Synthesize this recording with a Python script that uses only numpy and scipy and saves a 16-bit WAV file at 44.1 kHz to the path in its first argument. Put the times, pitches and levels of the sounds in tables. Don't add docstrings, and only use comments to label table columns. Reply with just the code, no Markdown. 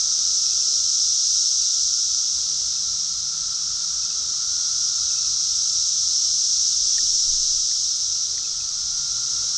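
import sys
import numpy as np
from scipy import signal
from scipy.fft import rfft, irfft
from scipy.io import wavfile

SR = 44100
rng = np.random.default_rng(int(sys.argv[2]) if len(sys.argv) > 2 else 0)


def pcm_store(signal):
    levels = np.round(np.clip(np.atleast_2d(signal), -1, 1) * 32767)
    wavfile.write(sys.argv[1], SR, levels.astype(np.int16).T)


N = 422037


def from_db(db):
    return 10 ** (np.asarray(db) / 20)


def rms_one(x):
    return x / np.sqrt(np.mean(x ** 2) + 1e-20)


def in_time(rows):
    s, *columns = np.transpose(rows)
    return [np.interp(np.arange(N) / SR, s, column) for column in columns]


def coloured(x, points):
    hz, db = np.transpose(points)
    octave = np.log2(np.maximum(np.fft.rfftfreq(N, 1 / SR), 1))
    octaves_beyond = np.abs(octave - np.clip(octave, np.log2(hz[0]), np.log2(hz[-1])))
    gain_db = np.interp(octave, np.log2(hz), db) - 60 * octaves_beyond
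    return rms_one(irfft(rfft(x) * from_db(gain_db), N))


def drift(knots_per_s):
    knots = rng.standard_normal(int(N / SR * knots_per_s) + 2)
    return np.interp(np.arange(N) / SR * knots_per_s, np.arange(len(knots)), knots)


def resonate(x, hz, width_hz):
    r = np.exp(-np.pi * width_hz / SR)
    zeros = np.array([1, 0, -1]) * (1 - r * r) / 2
    poles = [1, -2 * r * np.cos(2 * np.pi * hz / SR), r * r]
    return signal.lfilter(zeros, poles, x + 1e-18)


def tone(hz):
    return np.sin(2 * np.pi * np.cumsum(hz) / SR)


def swell(s, rise_s, fall_s):
    ramp = np.interp(np.arange(N) / SR, [s - rise_s, s, s + fall_s], [0, 1, 0])
    return np.sin(np.pi / 2 * ramp) ** 2


def add(out, s, sound):
    start = max(int(s * SR), 0)
    out[start:start + len(sound)] += sound[:max(N - start, 0)]


def woods(x, t60, wet_db):
    t = np.arange(SR // 2) / SR
    tail = rng.standard_normal(len(t)) * np.exp(-np.log(1000) * t / t60)
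    scattered = signal.fftconvolve(x, tail / np.linalg.norm(tail))[:N]
    return x + from_db(wet_db) * scattered


def tymbals(clicks_per_s, wander, count):
    clicks = np.zeros(N)
    for _ in range(count):
        own_rate = clicks_per_s * 2 ** rng.uniform(-.5, .5)
        rate = own_rate * (1 + wander * drift(40))
        cycles = rng.random() + np.cumsum(rate) / SR
        at = np.flatnonzero(np.diff(np.floor(cycles)))
        clicks[at] += rng.choice([-1, 1]) * from_db(rng.normal(0, 3.0, len(at)))
    return rms_one(clicks)


def buzzing_cicadas():
    # start_s, level_db
    chorus = [(0.05, -21.5), (1.47, -20), (3.29, -26), (3.42, -25.5), (4.31, -25), (4.84, -22.5),
              (5.15, -23), (5.6, -22), (7.08, -20), (7.89, -23), (8.6, -26.5), (9.5, -23.5)]
    # pitch_hz, relative level_db (per Hz)
    chorus_colour = [(2300, -44), (2900, -30.5), (3300, -21), (3750, -14.5), (4100, -11.5), (4600, -11),
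                     (5200, -2.5), (5650, 0.5), (6100, -1.1), (6700, -8), (7500, -17), (8150, -21),
                     (9000, -35.5), (9400, -44)]
    # pitch_hz, relative level_db (per Hz)
    sheen_colour = [(7500, -10), (9000, -5.5), (9900, 1), (11400, -6.5), (13000, -7.5), (14300, -20),
                    (15200, -36)]
    flank_mean_db, flank_follows = -35.5, 0.67

    core_db, = in_time(chorus)
    flank_db = flank_mean_db + flank_follows * (core_db - core_db.mean())
    near = tymbals(clicks_per_s=330, wander=.08, count=12)
    clicks = rng.standard_normal(N) + from_db(-8.5) * near
    buzz = coloured(clicks, chorus_colour)
    flank = signal.sosfiltfilt(signal.butter(10, 4750, fs=SR, output="sos"), buzz)
    sheen = from_db(-40) * coloured(clicks, sheen_colour)
    core = rms_one(buzz - flank) + sheen
    return from_db(core_db) * core + from_db(flank_db) * rms_one(flank)


def droning_cicadas():
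    # start_s, level_db
    drone_swell = [(0.05, -53), (0.15, -53), (1.59, -56.5), (3.16, -54), (3.43, -50.5), (4.97, -51.5),
                   (6.2, -56.5), (7.59, -58), (9.45, -51.5)]
    # pitch_hz, relative level_db (per Hz)
    drone_colour = [(950, -41), (1120, -15.5), (1210, -6), (1260, -5.5), (1335, 2.5), (1400, -2.5),
                    (1440, -9), (1540, -12.5), (1680, -22)]
    # start_s, length_s, top pitch_hz, peak level_db (before the woods)
    droners = [(0.898, 1.55, 1409, -63), (4.202, 1.18, 1425, -57.5), (5.099, 1.19, 1361, -63),
               (8.6, 1.3, 1400, -57.5)]
    droop_db = -59.5

    crowd_db, = in_time(drone_swell)
    calls = np.zeros(N)
    for s, length, hz, db in droners:
        t = np.arange(int(length * SR)) / SR
        glide = np.interp(t, [0, length - .25, length - .15, length], [0.99, 1, .92, 0.54])
        pitch = hz * glide + 12 * drift(90)[:len(t)]
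        level = np.interp(t, [0, .3, length - .25, length - .06, length],
                          [0, from_db(db), from_db(db), from_db(droop_db), 0])
        add(calls, s, level * tone(pitch))
    crowd = from_db(crowd_db) * coloured(rng.standard_normal(N), drone_colour)
    return crowd + woods(calls, t60=.4, wet_db=-2.0)


def river(bubbles_per_s, count):
    # start_s, level_db
    wash_swell = [(0.1, -54.5), (1.3, -59), (2.1, -58.5), (2.4, -55.3), (4.4, -54.5), (7.7, -57.7),
                  (9.4, -53)]
    # pitch_hz, relative level_db (per Hz)
    wash_colour = [(20, 2), (50, 9), (90, 10), (125, 7), (170, 7), (230, 3), (350, -3), (500, -1),
                   (700, 0.5), (1050, 1.5), (1650, -2), (1850, -2), (2100, -2), (2600, -4), (4000, -15)]
    # peak_s, length_s, level_db (added to the calm level)
    gurgles = [(.17, .35, -64), (.68, .6, -60), (2.52, .5, -62.5), (4.22, .5, -61.5), (5.28, .25, -64.5),
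               (5.72, .3, -66), (8.37, 0.49, -62.5), (9.3, .7, -66)]
    calm_gurgle_db = -73

    wash_db, = in_time(wash_swell)
    wash = from_db(wash_db) * coloured(rng.standard_normal(N), wash_colour)
    bubbles = np.zeros(N)
    for hz in np.geomspace(240, 490, count):
        born = rng.random(N) < bubbles_per_s / count / SR
        bubbles += resonate(born * rng.standard_normal(N), hz, hz / 8)
    stirs = sum(from_db(db) * swell(s, length / 2, length / 2) for s, length, db in gurgles)
    stir = from_db(calm_gurgle_db) + stirs
    return wash + stir * rms_one(bubbles)


def air():
    # peak_s, rise_s, fall_s, level_db (added to the still air)
    puffs = [(.05, .05, 0.18, -53), (6.85, .3, 0.63, -50), (7.38, .45, .45, -42), (8.9, .6, 0.42, -53)]
    # pitch_hz, relative level_db (per Hz)
    air_colour = [(10, 4), (22, -2), (35, -7), (60, -25), (150, -29), (400, -40)]
    still_air_db = -65

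    gusts = sum(from_db(db) * swell(s, rise_s, fall_s) for s, rise_s, fall_s, db in puffs)
    level = from_db(still_air_db) + gusts
    return level * coloured(rng.standard_normal(N), air_colour)


def far_engine(depth, waver_hz):
    # start_s, pitch_hz, level_db
    engine_path = [(1.2, 131.4, -77), (2.5, 158, -60), (3.8, 151, -58), (4.6, 134, -65),
                   (5.5, 131.2, -57.5), (6.3, 131, -64), (8.0, 130, -63.5), (9.0, 130, -56.5)]
    # pitch_hz, width_hz, relative level_db
    throb_modes = [(55.3, 9, -2), (85.7, 26.9, -7), (118, 27, -10.5)]
    throb_mean_db, throb_follows = -56, .2
    phase_start_s, throbs_per_s, quicken_per_s2 = .016, 3.75, .02
    hunt_s, hunt_turns, hunt_ahead_s = 4.8, .06, 2.7

    drone_hz, drone_db = in_time(engine_path)
    t = np.arange(N) / SR - phase_start_s
    hunt = hunt_turns * np.cos(2 * np.pi * (t - hunt_ahead_s) / hunt_s)
    turn = throbs_per_s * t + quicken_per_s2 * t ** 2 / 2 + hunt
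    rumble = sum(from_db(db) * tone(hz + width_hz / 2 * drift(25)) for hz, width_hz, db in throb_modes)
    throb = rms_one(rumble * (1 + depth * np.cos(2 * np.pi * turn)))
    drone = rms_one(tone(drone_hz + waver_hz * drift(60)) * from_db(3.2 * drift(40)))
    throb_db = throb_mean_db + throb_follows * (drone_db - drone_db.mean())
    return from_db(throb_db) * throb + from_db(drone_db) * drone


def bird():
    # start_s, length_s, slide_hz (start to end), peak level_db (before flutter and woods)
    notes = [(.445, .03, -450, -55), (.495, .049, 300, -52), (.61, .025, -450, -54),
             (1.615, .03, -400, -54), (2.755, .025, -400, -53), (4.023, .025, 100, -52),
             (4.10, 0.023, -400, -50), (5.095, .03, -600, -52), (5.142, .065, 330, -49),
             (5.24, .03, -550, -52), (8.434, .032, -220, -48), (8.597, .022, -430, -47)]
    mid_hz, bend_hz = 2595, 70

    out = np.zeros(N)
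    for s, length, slide_hz, db in notes:
        u = np.linspace(0, 1, int(length * SR))
        pitch = mid_hz + slide_hz * (u - .5) + bend_hz * (2 * u - 1) ** 2
        add(out, s, from_db(db) * np.sin(np.pi * u) * tone(pitch))
    flutter = from_db(2.5 * drift(120))
    return woods(out * flutter, t60=0.34, wet_db=-5)


def drops(rise, spray_s):
    # start_s, peak level_db, mid pitch_hz, length_s, spray_db (before its filter and gain)
    plips = [(6.9815, -32, 1840, .012, -34), (7.019, -49, 258, 0.029, -70), (7.346, -51, 1650, .009, -56),
             (7.714, -43, 1900, .003, -43), (8.379, -35, 1930, 0.0036, -39), (9.43, -49.5, 520, .04, -70)]

    bubbles, smacks = np.zeros(N), np.zeros(N)
    for s, db, hz, length, spray_db in plips:
        u = np.linspace(0, 1, int(length * SR))
        shape = np.interp(u, [0, .18, .55, 1], [0.14, 1, 0.68, 0.24]) * (1 - u ** 4)
        add(bubbles, s, from_db(db) * shape * tone(hz * (1 + rise * (u - .5))))
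        t = np.arange(SR // 50) / SR
        spray = np.exp(-t / spray_s) * rng.standard_normal(len(t))
        add(smacks, s, from_db(spray_db) * spray)
    spray_band = signal.butter(2, [1650, 2750], "band", fs=SR, output="sos")
    return bubbles + 2 * signal.sosfilt(spray_band, smacks)


def scene():
    insects = buzzing_cicadas() + droning_cicadas()
    water = river(bubbles_per_s=520, count=14) + drops(rise=0.029, spray_s=0.0047)
    engine = far_engine(depth=1.0, waver_hz=16)
    return (insects + water + air() + engine + bird())[None]


def record(dry):
    top_cut = signal.ellip(10, .1, 80, 14800, fs=SR, output="sos")
    return signal.sosfilt(top_cut, dry)


dry = scene()
out = record(dry)
pcm_store(out)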